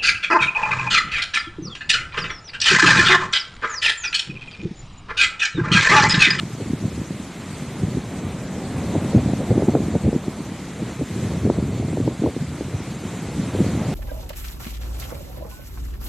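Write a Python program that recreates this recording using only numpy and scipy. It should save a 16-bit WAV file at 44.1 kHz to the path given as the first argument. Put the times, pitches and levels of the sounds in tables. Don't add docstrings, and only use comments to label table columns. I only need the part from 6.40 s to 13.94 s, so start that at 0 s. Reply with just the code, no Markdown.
import sys
import numpy as np
from scipy import signal
from scipy.io import wavfile
from scipy.ndimage import uniform_filter1d, map_coordinates

SR = 44100
rng = np.random.default_rng(int(sys.argv[2]) if len(sys.argv) > 2 else 0)


def field_ratio(decibels):
    return 10 ** (np.asarray(decibels, dtype=float) / 20)


def persist_wave(psi):
    counts = np.round(np.clip(psi, -1, 1) * 32767).astype(np.int16)
    wavfile.write(sys.argv[1], SR, np.atleast_2d(counts).T)


N = 332514

# start_s, peak_db, pitch_hz (of the eddy), edge_db (sharp edge against the peak)
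BUFFETS = [(.213, -18, 317, -15), (.335, -6.5, 213, -40), (.707, -12, 210, -18), (1.572, -7, 282, -34),
           (2.554, -8, 290, -8.5), (2.649, -7, 212, -19), (2.749, -4.5, 248, -14), (2.767, -12, 288, -18),
           (2.89, -8.5, 265, -17), (2.935, -4, 226, -15), (3.106, -8, 280, -10.5), (3.223, -2.5, 390, -25),
           (3.285, -0.5, 263, -22), (3.353, 1, 272, -11), (3.554, -6, 290, -10.5), (3.68, -5.5, 275, -31),
           (3.73, -6, 335, -22), (3.882, -6, 240, -19.5), (4.005, -10.5, 181, -29), (5.053, -6, 300, -22),
           (5.101, 2, 390, -16), (5.532, -8, 208, -19), (5.573, -8.5, 390, -18), (5.603, -5.5, 270, -32),
           (5.678, -1.5, 370, -14.5), (5.862, -8.5, 420, -8.5), (5.966, -8.5, 288, -20),
           (6.21, -9.5, 320, -18), (7.151, -6.5, 318, -29), (7.205, 0.5, 237, -35)]


def evened(x):
    return x / np.sqrt(np.mean(x ** 2) + 1e-20)


def read(points, hz, order=1):
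    columns = np.transpose(points)
    return np.interp(np.log(hz + 1), np.log(columns[0] + 1), columns[order])


def lumps(per_s):
    coarse = rng.standard_normal(2000)
    return evened(map_coordinates(coarse, [np.arange(N) * per_s / SR], order=3))


def surf():
    # start_s, roar_db, bright_db (foam against the roar)
    sea = [(0, -47.5, 1.5), (.86, -47.5, 0.5), (1.2, -46, 0), (2.04, -46, -1.5), (2.55, -42.5, -3),
           (2.75, -43.5, -2), (3.3, -44, -2.5), (3.82, -46.5, -1), (4.39, -47, 0), (4.49, -44, -2.5),
           (4.6, -48, 2), (4.89, -43.5, 0), (5.08, -46.5, 0), (5.8, -47.5, 0.5), (6.1, -47.5, 1),
           (6.9, -45, -0.5), (7.25, -42.5, -0.5), (7.54, -42.5, -2)]
    # frequency_hz, density_db (per Hz)
    surf_colour = [(60, -15.5), (150, 1.5), (300, -10), (600, -16), (1000, -20.5), (1750, -25.5),
                   (2080, -23.5), (2550, -26.5), (2800, -29), (4000, -29.5), (5100, -36), (7200, -31.5),
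                   (8900, -36), (13200, -44)]
    wash_share, spray_share = 0.67, 0.65
    boom_share = 1.53

    frames, hz = N // 128 + 5, np.fft.rfftfreq(512, 1 / SR)
    t = np.arange(frames) * 128 / SR
    real, imaginary, patches = rng.standard_normal((frames, 257, 3)).T
    noise = real + 1j * imaginary
    patches = uniform_filter1d(patches, size=9, axis=0)
    patches = evened(uniform_filter1d(patches, size=24, axis=1))
    flicker = evened(uniform_filter1d(rng.standard_normal(frames), size=18))

    spray = np.clip(np.log2(hz / 3600 + 1e-3) / 0.71, 0, 1)[:, None]
    wash = np.clip(np.log2(hz / 1600 + 1e-3) / 0.55, 0, 1)[:, None] * (1 - spray)
    boom = np.clip(np.log2(1200 / (hz + 1)) / 0.8, 0, 1)[:, None]

    s, roar_db, bright_db = np.transpose(sea)
    brightening_db = np.interp(t, s, bright_db - np.mean(bright_db))
    colour_db = read(surf_colour, hz)[:, None]
    field_db = colour_db + np.interp(t, s, roar_db)
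    field_db = field_db + (wash_share * wash + spray_share * spray - boom_share * boom) * brightening_db
    field_db = field_db + (0.66 + 0.14 * spray) * patches
    field_db = field_db + (0.4 * wash + 0.5 * spray) * flicker

    roar_band = ((hz > 1000) & (hz < 1900))[:, None]
    plain = signal.istft(noise * field_ratio(colour_db) * roar_band, nperseg=512, noverlap=384)[1]
    water = signal.istft(noise * field_ratio(field_db), nperseg=512, noverlap=384)[1][:N]
    return water / np.std(plain)


def gusts():
    # start_s, level_db
    breeze = [(0.0, -41), (0.52, -28), (0.8, -32), (1.07, -37.5), (1.57, -31), (2.29, -33), (2.6, -25.5),
              (3.0, -26.5), (3.34, -21.5), (3.61, -22.5), (3.8, -28.5), (4.26, -38), (5.02, -22),
              (5.5, -21.5), (5.98, -26), (6.53, -29), (7.22, -22.5), (7.54, -21)]
    # centre_s, half_length_s, level_db, sharpness_db (small eddies against large)
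    flurries = [(0.023, 0.15, -24, -39), (0.214, .015, -25.5, -0.5), (0.286, 0.061, -23.5, -14),
                (0.445, 0.024, -21, -6.5), (.6, 0.043, -21.5, -22), (1.437, 0.037, -19.5, -8.5),
                (1.55, .045, -20.5, -11), (1.864, 0.034, -21, -12), (2.562, .025, -17, -2.5),
                (2.762, 0.034, -11, -4.5), (2.875, 0.037, -17.5, -8), (3.01, 0.022, -26, 6.5),
                (3.108, 0.016, -9, -3), (3.184, 0.042, -12, -6), (3.288, 0.0098, -12, -0.5),
                (3.362, 0.022, -22.5, 10), (3.56, 0.023, -15, -5), (3.66, 0.033, -12.5, -7),
                (3.758, 0.018, -16.5, -3.5), (4.413, .035, -25, -4), (4.615, .025, -15, -9),
                (4.864, 0.15, -22.5, -7.5), (5.07, 0.034, -19.5, 4.5), (5.178, 0.043, -19.5, -5.5),
                (5.33, 0.023, -18, -8), (5.43, 0.056, -20, -5.5), (5.678, 0.057, -21.5, -4),
                (5.858, 0.03, -21.5, 6), (6.336, 0.018, -20, -28), (7.215, 0.069, -19, -5)]
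    # centre_s, half_length_s, depth_db
    lulls = [(.92, .05, 7), (1.363, .025, 7), (2.7, .02, 6), (3.07, .025, 7), (3.61, 0.023, 11),
             (3.83, .035, 6), (3.917, .03, 7), (4.663, 0.022, 12), (5.772, 0.027, 5), (6.06, .02, 7),
             (6.151, 0.017, 6)]
    flutter_db, flutter_per_s = 5, 24
    dull_db = -13

    t = np.arange(N) / SR
    steady_db = np.interp(t, *np.transpose(breeze)) + 1.5
    steady_db = steady_db - flutter_db * np.maximum(lumps(flutter_per_s), 0)
    large = field_ratio(2 * steady_db)
    small = large * field_ratio(2 * dull_db)
    for s, half, db, sharp_db in flurries:
        bell = field_ratio(2 * db) * np.exp(-(2 * (t - s) / half) ** 2 / 2)
        large = large + bell
        small = small + bell * field_ratio(2 * sharp_db)
    lull_db = sum(db * np.exp(-((t - s) / half) ** 2) for s, half, db in lulls)
    return 10 * np.log10(large) - lull_db, 10 * np.log10(small) - lull_db


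def eddies(s, size, hz, phase, cycles):
    lag = np.arange(-500, 500)
    turns = hz[:, None] * lag / SR
    bell = np.exp(-(2 * turns / cycles) ** 2)
    swing = size[:, None] * bell * np.cos(2 * np.pi * (turns + phase[:, None]))
    at = np.round(s * SR).astype(int)[:, None] + lag + 500
    return np.bincount(at.ravel(), swing.ravel(), N + SR)[500:N + 500]


def tumble(level_db, hz, spread, cycles, uneven_db, lumpy_db, count):
    when, big, pitch, phase = rng.random((count, 4)).T
    size = field_ratio(-uneven_db * np.log(1 - 0.98 * big))
    eddy_hz = hz * np.exp(spread * (2 * pitch - 1))
    stream = evened(eddies(when * N / SR, size, eddy_hz, phase, cycles))
    clumped = evened(stream * field_ratio(lumpy_db * lumps(per_s=33)))
    return field_ratio(level_db) * clumped


def wind(large_db, small_db):
    large = tumble(large_db - 2.0, hz=131.3, spread=0.72, cycles=1.46, uneven_db=2.0, lumpy_db=1.3, count=1800)
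    small = tumble(small_db - 2.0, hz=390, spread=0.42, cycles=1.51, uneven_db=1.0, lumpy_db=1.53, count=3000)
    return large + small


def puffs():
    # start_s, peak_db, pitch_hz (of the eddy)
    puff_rows = [(.024, -19, 192), (.305, -6.5, 187), (.428, -13, 228), (.481, -11, 201), (.579, -14, 250),
                 (.8, -16.5, 212), (1.223, -12.5, 180), (1.484, -9, 168), (1.547, -10, 200),
                 (1.867, -14, 280), (2.056, -14, 198), (2.861, -7.5, 158), (3.179, -1, 310),
                 (3.197, -20, 260), (3.405, -7, 253), (3.484, -8, 273), (3.762, -4.5, 228),
                 (4.12, -13.5, 227), (4.43, -10, 250), (4.71, -12.5, 193), (4.762, -9.5, 252),
                 (4.849, -9.5, 200), (5.227, -8, 218), (5.448, -9, 218), (5.482, -9.5, 197),
                 (5.822, -3.5, 296), (6.653, -11, 173), (6.998, -13.5, 177), (7.265, -5, 211),
                 (7.336, -10, 214)]
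    s, peak_db, hz = np.transpose(puff_rows)
    return eddies(s, field_ratio(peak_db - 2.5), hz, rng.random(len(s)), cycles=1.08)


def knocks(wind_db, count):
    knock_db, spread_db, knock_hz, edge_db = 10, 9, 232, -29
    late, big, pitch, edge = rng.random((count, 4)).T
    s = (np.arange(count) + late) * (N - 1) / SR / count
    peak_db = wind_db[(s * SR).astype(int)] + knock_db - spread_db * big
    hz = knock_hz * np.exp(0.5 * (pitch - 0.5))
    return np.transpose([s, peak_db, hz, edge_db + 12 * (edge - 0.5)])


def buffets(rows):
    s, peak_db, hz, edge_db = np.transpose(rows)
    phase, edge_phase, late = rng.random((len(s), 3)).T
    body = eddies(s, field_ratio(peak_db), 1.015 * hz, phase, cycles=0.81)
    edge_s = s + 0.002 * (late - 0.5)
    edge = eddies(edge_s, field_ratio(peak_db + edge_db + 2), 330 + 1.34 * hz, edge_phase, cycles=2.4)
    return body + edge


def wakes(wind_db):
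    delay_s, wake_db, pitch_ratio = 0.00924, 7.5, 0.88
    s, peak_db, hz, _ = np.transpose(BUFFETS)
    size = field_ratio(np.minimum(wind_db[(s * SR).astype(int)] + wake_db, peak_db))
    return eddies(s + delay_s, size, pitch_ratio * hz, rng.random(len(s)), cycles=1.68)


def port(air):
    # frequency_hz, gain_db
    port_colour = [(20, -67), (45, -14), (80, -5), (130, 0), (500, -3), (900, -3), (1500, -9.5),
                   (3000, -20.5)]
    ceiling = 0.88
    log_gain = np.log(field_ratio(read(port_colour, abs(np.fft.fftfreq(16384, 1 / SR)))))
    taps = np.fft.ifft(np.exp(np.conj(signal.hilbert(log_gain)))).real[:4096]
    coloured = signal.oaconvolve(air, taps)[:N]
    return ceiling * np.tanh(coloured / ceiling)


def scene():
    sea = surf()
    large_db, small_db = gusts()
    air = wind(large_db, small_db) + puffs()
    air = air + buffets(BUFFETS) + buffets(knocks(large_db, count=130)) + wakes(large_db)
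    low_cut = signal.butter(2, 55, "high", fs=SR, output="sos")
    heard = signal.sosfilt(low_cut, port(air) + sea)
    return np.tile(heard, (2, 1))


def runs(chance, size):
    return np.argsort(np.argsort(uniform_filter1d(chance, size=size))) / len(chance)


def patchy_treble(mono):
    # frequency_hz, apart_share (frames with noise apart in each ear, 0-1), dropped_share (0-1)
    filled_bands = [(4000, 0, 0), (4300, .45, 0), (5700, .78, 0), (7900, .94, .005), (8500, .13, .04),
                    (12000, .04, .05), (12450, .85, .4), (12750, .85, .4), (12800, 0, .4)]
    apart_db, top_shelf_db, jitter_db = -3, -2.5, 2.0

    lead, n, k = 860, np.arange(2048), np.arange(1024)
    window = signal.windows.kaiser_bessel_derived(2048, 4 * np.pi)
    basis = window * np.cos(np.pi / 1024 * (k[:, None] + 0.5) * (n + 512.5)) / np.sqrt(512)
    at = 1024 * np.arange(N // 1024 + 2) + n[:, None]
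    z = basis @ np.r_[np.zeros(lead), mono, np.zeros(4096)][at]
    frames = z.shape[1]
    hz, band = k[:, None] * SR / 2048, k // 32
    centre_hz = (band + 0.5) * SR / 64
    top = hz > 12400

    fill, drop = rng.random((frames, 32, 2)).T[:, band]
    together = 0.8 * runs(fill[0], size=3) + 0.2 * fill
    fill = np.where(hz < 8270, together, fill)
    drop = np.where(top, runs(drop[0], size=2), drop)
    drop = drop < read(filled_bands, centre_hz, order=2)[:, None]
    filled = fill < read(filled_bands, np.where(top, hz, centre_hz[:, None]))
    filled = filled | (drop & ~top)

    power = uniform_filter1d(uniform_filter1d(z ** 2, size=32, axis=0), size=3, axis=1)
    mid = z * ~drop * (hz < 13090)
    side = field_ratio(apart_db) * filled * np.sqrt(power) * rng.standard_normal((frames, 1024)).T

    gain_db = jitter_db * rng.standard_normal((frames, 32)).T[band] * (hz > 4100)
    gain = field_ratio(gain_db + top_shelf_db * (hz > 8960))
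    ears = []
    for ear in (mid + side, mid - side):
        pieces = basis.T @ (gain * ear)
        ears.append(np.bincount(at.ravel(), pieces.ravel())[lead:lead + N])
    return np.array(ears)


def low_pass(x):
    return signal.sosfilt(signal.butter(12, 13340, fs=SR, output="sos"), x)


def record(dry):
    ears = patchy_treble(dry[0])
    return low_pass(ears)


dry = scene()
out = record(dry)
persist_wave(out)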